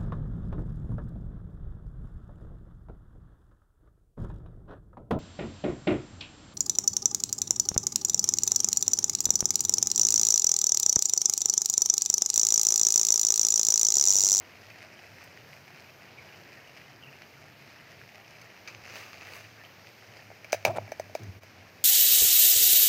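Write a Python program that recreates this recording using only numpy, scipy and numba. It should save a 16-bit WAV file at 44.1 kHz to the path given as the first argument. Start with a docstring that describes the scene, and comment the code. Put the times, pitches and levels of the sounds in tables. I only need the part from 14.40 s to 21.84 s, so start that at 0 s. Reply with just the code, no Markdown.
"""Chicken simmers in a steel wok in a tiled kitchen, heard by a phone microphone on a stand close by.
Throughout, coloured noise makes the burner's hiss and low flutter, and rising sines make bubbles over crackling froth.
Tongs ring now and then as damped modes, and steam squeaks in wavering tones; past the middle the broth
sizzles up in crackling noise when the tongs lift the meat. Near the end the stand is knocked: modes
clack dully, slips of a joint creak, low tones wobble, and then the level dips briefly."""
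import sys
import numpy as np
from scipy import signal
from scipy.fft import rfft, irfft, next_fast_len
from scipy.io import wavfile
from scipy.ndimage import uniform_filter1d
from numba import njit

SR = 44100
rng = np.random.default_rng(int(sys.argv[2]) if len(sys.argv) > 2 else 0)


def master_out(mix):
    """Clip the mix to full scale and print it as 16-bit PCM to the path in sys.argv[1]."""
    frames = np.transpose(np.atleast_2d(mix))
    ceiling = np.clip(frames, -1, 1)
    pcm = np.round(ceiling * 32767).astype(np.int16)
    wavfile.write(sys.argv[1], SR, pcm)


N = 328103

# bright colour of sizzling broth, also lent to the stand's tick noise: hz [Hz], relative_level_db [dB per Hz]
SIZZLE_SPECTRUM = [(180, -40), (300, -8), (321, -6), (378, -7), (592, -3), (1070, -6), (1230, -1),
                   (1350, -5), (2710, 1), (3150, -12), (3900, -11), (4950, -7), (5500, -13.5), (6100, -8),
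                   (7200, -18.5), (9550, -23.5), (15700, -19)]
# modes of the stand's hollow body: hz [Hz], relative_level_db [dB], t60_s [s]
BODY_MODES = [(634, 5, 0.023), (332, -15, 0.017), (773, 6.5, 0.0098), (985, -0.5, 0.019),
              (1160, -1, 0.0091)]


def undb(db):
    """Amplitude of a level in dB."""
    return 10 ** (np.asarray(db) / 20)


def level(x, db):
    """Scale a signal to an RMS level in dB."""
    return x * undb(db) / np.sqrt(np.mean(x ** 2))


def curve(table, off_db=-120.):
    """Columns of a table as signals; the first falls silent outside its span."""
    s, *columns = np.transpose(table)
    t = np.arange(N) / SR
    times = np.r_[s[0] - .01, s, s[-1] + .01]
    first = np.interp(t, times, np.r_[off_db, columns[0], off_db])
    return [first] + [np.interp(t, s, c) for c in columns[1:]]


def shape(table, hz):
    """Gain of a (Hz, dB) spectrum, straight on a log-frequency axis."""
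    f, db = np.transpose(table)
    return undb(np.interp(np.log(hz + 1), np.log(f), db))


def colour(x, gain):
    """Filter by a gain that is a function of frequency."""
    size = next_fast_len(N)
    hz = np.arange(size // 2 + 1) * SR / size
    return irfft(rfft(x, size) * gain(hz), size)[:N]


def band(x, hz, width_hz):
    """One resonant band around a centre frequency."""
    return signal.lfilter(*signal.iirpeak(hz, hz / width_hz, SR), x)


def walk(rate_hz):
    """Random levels held 1 / rate_hz seconds and slewed twice; spread near 1."""
    hold = int(SR / rate_hz)
    steps = np.repeat(rng.standard_normal(N // hold + 1), hold)
    return 1.3 * uniform_filter1d(uniform_filter1d(steps, hold), hold)[:N]


def blows(times, db):
    """Single-sample pushes."""
    x = np.zeros(N)
    np.add.at(x, (np.asarray(times) * SR).astype(int), undb(db))
    return x


def ring(x, modes):
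    """Damped modes driven by x, alternate ones in opposite sign."""
    out = 0
    for k, (hz, db, t60_s) in enumerate(modes):
        r = np.exp(-np.log(1000) / (t60_s * SR))
        w = 2 * np.pi * hz / SR
        mode = signal.lfilter([0, r * np.sin(w)], [1, -2 * r * np.cos(w), r * r], x)
        out = out + (-1) ** k * undb(db) * mode
    return out


def unit(response):
    """An object's answer to one blow, scaled to a peak of 1."""
    y = response(signal.unit_impulse(SR // 8))
    return y / np.abs(y).max()


def burst(times, db, t60_s):
    """Noise that starts at each time and dies away."""
    decay = np.exp(-np.log(1000) / (t60_s * SR))
    return signal.lfilter([1], [1, -decay], blows(times, db)) * rng.standard_normal(N)


def swells(peak_s, db, rise_s, fall_s, order=32):
    """Gain of overlapping swells, each rising to its peak and dying away exponentially."""
    column = lambda v: np.reshape(v, (-1, 1))
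    t = np.arange(0, N, order) / SR - column(peak_s)
    pace = np.where(t < 0, -column(rise_s), column(fall_s))
    power = (undb(column(db)) * np.exp(-t / pace)) ** 2
    return np.sqrt(np.sum(power, axis=0)).repeat(order)[:N]


@njit
def bubbles(out, start, hz, t60, size, glide, rise, sr):
    """Each bubble is a fading sine whose pitch rises as it nears the surface."""
    for k in range(len(start)):
        n, phase = int(t60[k] * sr), 0.
        for i in range(min(n, len(out) - start[k])):
            phase += 2 * np.pi * hz[k] * (1 + glide * i / n) / sr
            fade = 1000. ** (-i / n)
            out[start[k] + i] += size[k] * np.sin(phase) * fade * min(i / (rise * n), 1.)
    return out


def simmer(count=1500, clicks=5000):
    """Froth skins burst in flickering clicks, small bubbles ring briefly, large ones pop, spray and stir froth."""
    # how lively the broth is: time_s [s], fizz_db [dB]
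    liveliness = [(0.0, -57), (0.45, -57), (1.2, -59.5), (1.6, -58.5), (1.9, -57), (2.55, -58), (2.7, -55),
                  (2.95, -57), (3.4, -57), (3.8, -56.5), (4.2, -57), (4.4, -59.5), (4.6, -54.5),
                  (5.2, -59.5), (5.6, -59.5), (6.1, -56.5), (7.0, -60), (7.44, -59.5)]
    # larger bubbles: start_s [s], level_db [dB], starting pitch_hz [Hz]
    pops = [(0.3067, -42, 2300), (0.373, -46, 2670), (0.3836, -45, 2050), (0.406, -37, 2050),
            (0.4195, -36, 2260), (0.428, -35.5, 2230), (0.5297, -43, 2000), (0.5412, -40, 1970),
            (0.5911, -38, 2090), (0.638, -45, 1710), (0.643, -38, 1960), (0.7847, -38, 1790),
            (0.81, -39, 1250), (0.819, -36, 2040), (0.875, -40.5, 2050), (0.9743, -32, 1920),
            (1.089, -41, 1880), (1.132, -34.5, 1930), (1.174, -38, 1860), (1.279, -39, 2740),
            (1.305, -39.5, 2490), (1.3459, -42, 1650), (1.3746, -39, 1730), (1.399, -37, 1910),
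            (1.7868, -50, 2400), (1.8911, -42, 2240), (1.938, -38, 2530), (1.971, -39, 2080),
            (2.0892, -38.5, 2340), (2.1221, -39.5, 2040), (2.374, -36, 2350), (2.415, -36.5, 2010),
            (2.51, -47, 2280), (2.7866, -40, 2020), (2.82, -34.5, 1860), (3.3854, -45, 1970),
            (3.615, -36, 1710), (3.691, -36, 2510), (3.7464, -41, 2250), (4.173, -44, 2540),
            (4.275, -36.5, 2290), (4.309, -44, 2040), (4.445, -39, 1700), (4.477, -38.5, 1740),
            (4.5047, -31.5, 2450), (4.5674, -30, 2780), (4.811, -33.5, 2310), (4.8529, -41, 1600),
            (4.8594, -43, 2580), (4.881, -33, 1660), (4.953, -38, 1700), (5.041, -41, 1750),
            (5.0505, -40, 1900), (5.251, -36, 2250), (5.4456, -41, 1660), (5.4712, -34, 2020),
            (5.625, -42.5, 1470), (5.7708, -43, 2080)]
    # colour of the crackle in the steel bowl: hz [Hz], relative_level_db [dB]
    fizz_spectrum = [(300, -50), (650, 5.5), (1100, -10.5), (1800, 1), (2600, 3.5), (3400, -15), (5000, -5),
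                     (6400, -14), (7700, -23), (15500, -30), (15900, -62)]
    rise = 0.04  # share of a bubble's ring spent rising
    in_bowl = lambda x: colour(x, lambda hz: shape(fizz_spectrum, hz))

    u = rng.random((clicks, 2)).T
    click_db = np.minimum(-3.0 * np.log(1 - u[1]), 9.5)
    froth = in_bowl(burst(u[0] * N / SR, click_db, t60_s=0.0027))

    u = rng.random((count, 4)).T
    hz = 1300 * 2 ** (1.25 * np.sqrt(u[1]))
    size = undb(np.minimum(-2.5 * np.log(1 - u[2]), 6))
    t60_s = (15 + 90 * u[3] ** 2) / hz  # 15 to 105 cycles
    crowd = bubbles(np.zeros(N), (u[0] * N).astype(np.int64), hz, t60_s, size, 0.06, rise, 1. * SR)

    s, db, hz = np.transpose(pops)
    start = (s * SR).astype(np.int64)
    large = bubbles(np.zeros(N), start, hz, 11 / hz, undb(db), 0.031, rise, 1. * SR)  # 11 cycles long
    spray = burst(s, db - 11, t60_s=0.029)
    skin_snap = burst(s, db, t60_s=0.002)
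    splash = in_bowl(spray + skin_snap)

    (fizz_db,) = curve(liveliness)
    # froth boils up around each large bubble
    surge = swells(s, db - 16.5, rise_s=0.0095, fall_s=0.02)
    lively = np.hypot(undb(fizz_db), surge)
    flickering_froth = undb(2.26 * walk(25)) * level(froth, -1.7)
    flickering_crowd = undb(2.2 * walk(13)) * level(crowd, -7)
    return lively * (flickering_froth + flickering_crowd) + large + splash


def squeaks():
    """Steam squeaks out from under the meat: rough wavering tones swell and fade, broken into grains."""
    # squeaks: start_s [s], level_db [dB], pitch_hz [Hz], length_s [s]
    squeak_table = [(1.769, -48.5, 2370, 0.041), (1.8, -53, 2440, 0.04), (1.923, -56, 2610, 0.033),
                    (2.15, -55, 1860, 0.056), (2.61, -52, 2830, 0.066), (2.658, -52, 2650, 0.052),
                    (2.708, -56, 2740, 0.085), (3.188, -59, 2550, 0.036), (3.77, -55, 783, 0.049),
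                    (5.195, -51, 1800, 0.045)]
    out, waver, grain = np.zeros(N), walk(90), walk(450)
    for s, db, hz, length_s in squeak_table:
        i = np.arange(int(s * SR), int((s + length_s) * SR))
        swell = np.sin(np.pi * (i - i[0]) / len(i))
        # the pitch takes its roughness from a later stretch of the same walk
        pitch_hz = hz * (1 + 0.015 * waver[i] + 0.05 * grain[i + SR])
        tone = np.sin(2 * np.pi * np.cumsum(pitch_hz) / SR)
        out[i] += undb(db + 5 * grain[i]) * swell * tone
    return out


def sizzle():
    """Broth flashes to steam on hot steel in dense crackle; the treble hiss has its own swell."""
    # gushes: peak_s [s], level_db [dB], rise_s [s], fall_s [s], treble_db relative to level_db [dB]
    gushes = [(4.276, -44, 0.001, 0.046, -23), (4.5, -48, 0.029, 0.034, -24),
              (4.57, -42.5, 0.053, 0.1, -16), (4.86, -51.5, 0.15, 0.22, -19),
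              (4.96, -48, 0.072, 0.061, -10)]
    s, db, rise_s, fall_s, treble_db = np.transpose(gushes)
    treble_pace = 0.76  # the treble rises and falls quicker than the crackle
    # each 48 samples of noise take a new random strength
    strength_db = 2.8 * rng.exponential(size=N // 48 + 1).repeat(48)[:N]
    crackle = rng.standard_normal(N) * undb(strength_db)
    low = colour(crackle, lambda hz: shape(SIZZLE_SPECTRUM, hz) * (hz < 7500))
    high = colour(rng.standard_normal(N),
                  lambda hz: shape(SIZZLE_SPECTRUM, hz) * (hz >= 7500) * (hz < 15800))
    low_swell = swells(s, db, rise_s, fall_s)
    high_swell = swells(s, db + treble_db, treble_pace * rise_s, treble_pace * fall_s)
    return low_swell * level(low, .1) + high_swell * level(high, .1)


def tongs():
    """A short scrape of steel on steel, a decaying noise, rings the tongs' modes."""
    # touches: start_s [s], drive_db before trim [dB], low_modes_db relative to drive_db [dB]
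    clinks = [(0.839, -46, -11), (4.014, -52, 5), (4.275, -55, 15.5), (4.281, -67, 19), (5.4686, -65, 9),
              (5.7723, -66.5, 16)]
    # modes of the tongs: hz [Hz], relative_level_db [dB], t60_s [s]
    tong_modes = [(2300, 6, 0.014), (4750, 7, 0.0043), (6170, 4.5, 0.007), (8340, -6.5, 0.012),
                  (10460, -11, .015), (11250, -9, .015), (12500, -9, .012), (15200, -7, .012)]
    s, db, low_db = np.transpose(clinks)
    high = ring(burst(s, db - 18.5, t60_s=0.031), tong_modes[3:])
    low = ring(burst(s, db + low_db - 21.0, t60_s=0.041), tong_modes[:3])
    return high + low


def stand():
    """Knocks push the hollow body softly and clack sharply; the joint creaks and the legs rock."""
    # knocks: start_s [s], then drive levels body_db, upper_body_db, clack_db, ring_db, tick_db [dB]
    knocks = [(5.902, -47, -45, -58, -57, -66), (5.914, -46, -44, -61, -58, -66),
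              (6.045, -45, -57, -46, -41, -48.5), (6.122, -61, -65, -40, -47, -33),
              (6.129, -14.5, -29, -24, -24, -24), (6.139, -42, -45, -47, -33.5, -44),
              (6.144, -23.5, -38, -40, -40, -39), (6.2503, -18.5, -16.5, -27.5, -15, -20),
              (6.261, -25, -23, -40, -34, -45), (6.285, -50, -48, -50, -44, -54),
              (6.35, -48, -57, -57, -48, -61), (6.383, -23.5, -22.5, -50, -40.5, -62),
              (6.478, -43.5, -52, -47, -47, -62), (6.519, -26.5, -38, -35, -35, -40),
              (6.597, -23, -41, -37.5, -43, -38.5), (6.696, -43, -52, -61, -61, -61),
              (6.751, -22, -34, -35.5, -35.5, -34.5), (6.794, -47, -52, -63, -63, -54),
              (6.834, -49, -55, -48, -61, -46.5), (7.033, -46, -58, -54, -52, -50)]
    # modes of the clack: hz [Hz], relative_level_db [dB], t60_s [s]
    clack_modes = [(1600, 1.5, 0.007), (1950, 0, 0.007), (2303, -0.5, 0.018), (2630, -5, 0.0097),
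                   (2900, -9, 0.009), (3250, -3, 0.0081), (3810, -4.5, 0.021), (4750, -5, 0.012),
                   (5340, -1, 0.012), (6080, 3.5, 0.023), (7100, -11, 0.0084)]
    s, db, upper_db, clack_db, ring_db, tick_db = np.transpose(knocks)
    soft = lambda x: band(x, 660, 470)  # the springy contact that drives the body
    sharp = lambda x: band(x, 4600, 6000)
    strike = lambda x, response: signal.fftconvolve(x, unit(response))[:N]
    rattle = lambda db: blows(s, db) + burst(s, db - 14, t60_s=0.0094) + burst(s, db - 31.5, t60_s=0.098)

    late = s + 0.00093  # the body answers just after the clack
    body = strike(blows(late, db), lambda x: ring(soft(x), BODY_MODES[:2]))
    upper_body = strike(blows(late, upper_db), lambda x: ring(soft(x), BODY_MODES[2:]))
    out = body + upper_body
    for drive_db, modes in ((clack_db, clack_modes[:2]), (ring_db, clack_modes[2:5]), (tick_db, clack_modes[5:])):
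        out = out + strike(rattle(drive_db), lambda x: ring(sharp(x), modes))
    tick_noise = burst(s, tick_db + 17.0, t60_s=0.0076) + burst(s, tick_db + 8.5, t60_s=0.058)
    # the tick noise fades in from 2500 to 5000 Hz
    out = out + colour(tick_noise, lambda hz: shape(SIZZLE_SPECTRUM, hz) * np.clip(hz / 2500 - 1, 0, 1))
    return out + creak() + wobble()


def creak():
    """Stick-slip: each slip, uneven in size and spacing, pushes the body; overtones sweep through its modes."""
    # slips speed up, then slow again: time_s [s], level_db [dB], slip_rate_hz [Hz]
    slip_table = [(6.268, -31, 186), (6.28, -26.5, 224.4), (6.29, -33.5, 276), (6.3, -31, 310),
                  (6.308, -29.5, 338), (6.316, -39, 367.6), (6.33, -47, 338), (6.345, -49, 290),
                  (6.355, -39.5, 223.6), (6.365, -35.5, 189), (6.374, -32.5, 166), (6.379, -47, 160)]
    db, hz = curve(slip_table)
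    t = np.arange(N) / SR
    slow = (hz.min() / hz) ** 2  # slow slips are uneven, quick ones lock in
    creaking = (t > slip_table[0][0]) * (t < slip_table[-1][0])
    turns = np.cumsum(hz * creaking * (1 + .12 * slow * walk(250))) / SR
    slip_gain = undb(db + 3.5 * slow * walk(300)) * np.sqrt(SR / hz)  # even power at any slip rate
    slips = np.diff(np.floor(turns), prepend=0) * slip_gain
    grit = slow * undb(db - 6 + 3 * walk(200)) * level(band(rng.standard_normal(N), 900, 600), 0)
    push = unit(lambda x: band(ring(x, BODY_MODES) + undb(16) * band(x, 750, 450), 680, 550))
    return signal.fftconvolve(slips, push / np.linalg.norm(push))[:N] + grit


def wobble():
    """The stand rocks: a low wavering tone with its octave, over rumbling noise."""
    # two spells of rocking, each: time_s [s], level_db [dB], rumble_db relative to level_db [dB], pitch_hz [Hz]
    rocking = [
        [(6.25, -60, 14, 125), (6.288, -37.5, -6, 108), (6.31, -41, -5, 103), (6.336, -50.5, 0, 105),
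         (6.376, -57.5, 11, 109), (6.432, -44, -16, 102.3), (6.46, -52, -18, 104), (6.474, -54, -13, 102.3),
         (6.52, -63, 13, 107)],
        [(6.797, -50, 5, 150), (6.818, -44.5, -4.5, 108), (6.84, -42, -9, 106), (6.862, -47, -6, 104),
         (6.895, -38.5, -16.5, 97), (6.934, -60, -20, 93.7), (6.965, -46, -11, 100), (7.0, -76, -18, 98)],
    ]
    waver_hz, octave_db = 2.57, -16
    out = 0
    for table in rocking:
        db, rumble_db, hz = curve(table)
        turn = 2 * np.pi * np.cumsum(hz + waver_hz * walk(30)) / SR
        tone = undb(0.99 * walk(60)) * np.sin(turn)
        octave = undb(octave_db + 3.2 * walk(40)) * np.cos(2 * turn)
        rumble = band(band(rng.standard_normal(N), 180, 330), 180, 330)
        out = out + undb(db) * (level(tone + octave, .1) + undb(rumble_db) * level(rumble, .1))
    return out


def kitchen():
    """Burner and kitchen: noise in overlapping bands that swell together and flicker alone."""
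    # spectrum of the steady noise: hz [Hz], relative_level_db [dB per Hz]
    noise_spectrum = [(30, 2), (62, -22.5), (78, -12.5), (98, -3.5), (125, -7), (280, -12), (640, -12),
                      (1030, -16.5), (2300, -14.5), (3500, -25), (5000, -21.5), (6300, -25.5), (7700, -38),
                      (10600, -40.5), (12200, -32.5), (15500, -33), (15900, -57)]
    out, swell = 0, walk(1.88)
    for centre in np.arange(5, 14.5, .75):  # octaves above 1 Hz
        overlap = lambda hz: np.sqrt(np.clip(1 - abs(np.log2(hz + 1) - centre) / .75, 0, 1))
        part = colour(rng.standard_normal(N), lambda hz: shape(noise_spectrum, hz) * overlap(hz))
        out = out + part * undb(0.32 * swell + 1.22 * walk(8.4))
    return level(out, -53.5)


def flutter():
    """The burner's low flutter: a narrow band of noise that drifts in strength and pitch."""
    # drift of the flutter: time_s [s], level_db [dB], centre_hz [Hz]
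    drift = [(0.0, -63.5, 106), (0.9, -66.5, 102), (1.1, -65, 137), (2.1, -68, 130), (2.7, -60, 140),
             (3.55, -67.5, 138), (3.75, -72, 112), (4.25, -64.5, 114), (4.45, -66, 100), (5.3, -64, 106),
             (5.8, -67, 110), (6.1, -56.5, 102), (7.15, -59, 96), (7.44, -68, 100)]
    db, hz = curve(drift)
    slow = rng.standard_normal((2, N))
    for _ in range(2):
        slow = uniform_filter1d(slow, SR // 21, axis=1)
    turn = 2 * np.pi * np.cumsum(hz) / SR
    noise_band = slow[0] * np.cos(turn) + slow[1] * np.sin(turn)
    return undb(db - 0.1 * walk(4.8)) * level(noise_band, 0.38)


def tiled_room(near):
    """Tiles echo the close sounds as a decaying noise tail, starting 3 ms late."""
    t60_s, tail_db = 0.47, -20.5
    t = np.arange(SR // 4) / SR
    tail = undb(tail_db - 60 * t / t60_s) * rng.standard_normal(len(t)) * (t > .003)
    tail = tail / np.sqrt(t60_s * SR / 14)  # near unit energy before tail_db
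    return signal.fftconvolve(near, tail)[:N]


def scene():
    """Close sounds with their echo over the burner; the whole level dips briefly near the end."""
    near = simmer() + squeaks() + sizzle() + tongs() + stand()
    dip_s, dip_length_s, dip_db = 7.004, 0.011, -12
    dip = undb(dip_db * np.exp(-((np.arange(N) / SR - dip_s) / dip_length_s) ** 2))
    return (dip * (near + tiled_room(near) + kitchen() + flutter()))[None]


def record(dry):
    """The deepest bass is thinned and the top ends steeply above 16 kHz."""
    bass_cut = signal.butter(4, 62, "high", fs=SR, output="sos")
    top_cut = signal.ellip(10, .2, 80, 16350, fs=SR, output="sos")
    return signal.sosfilt(top_cut, signal.sosfilt(bass_cut, dry))


dry = scene()
out = record(dry)
master_out(out)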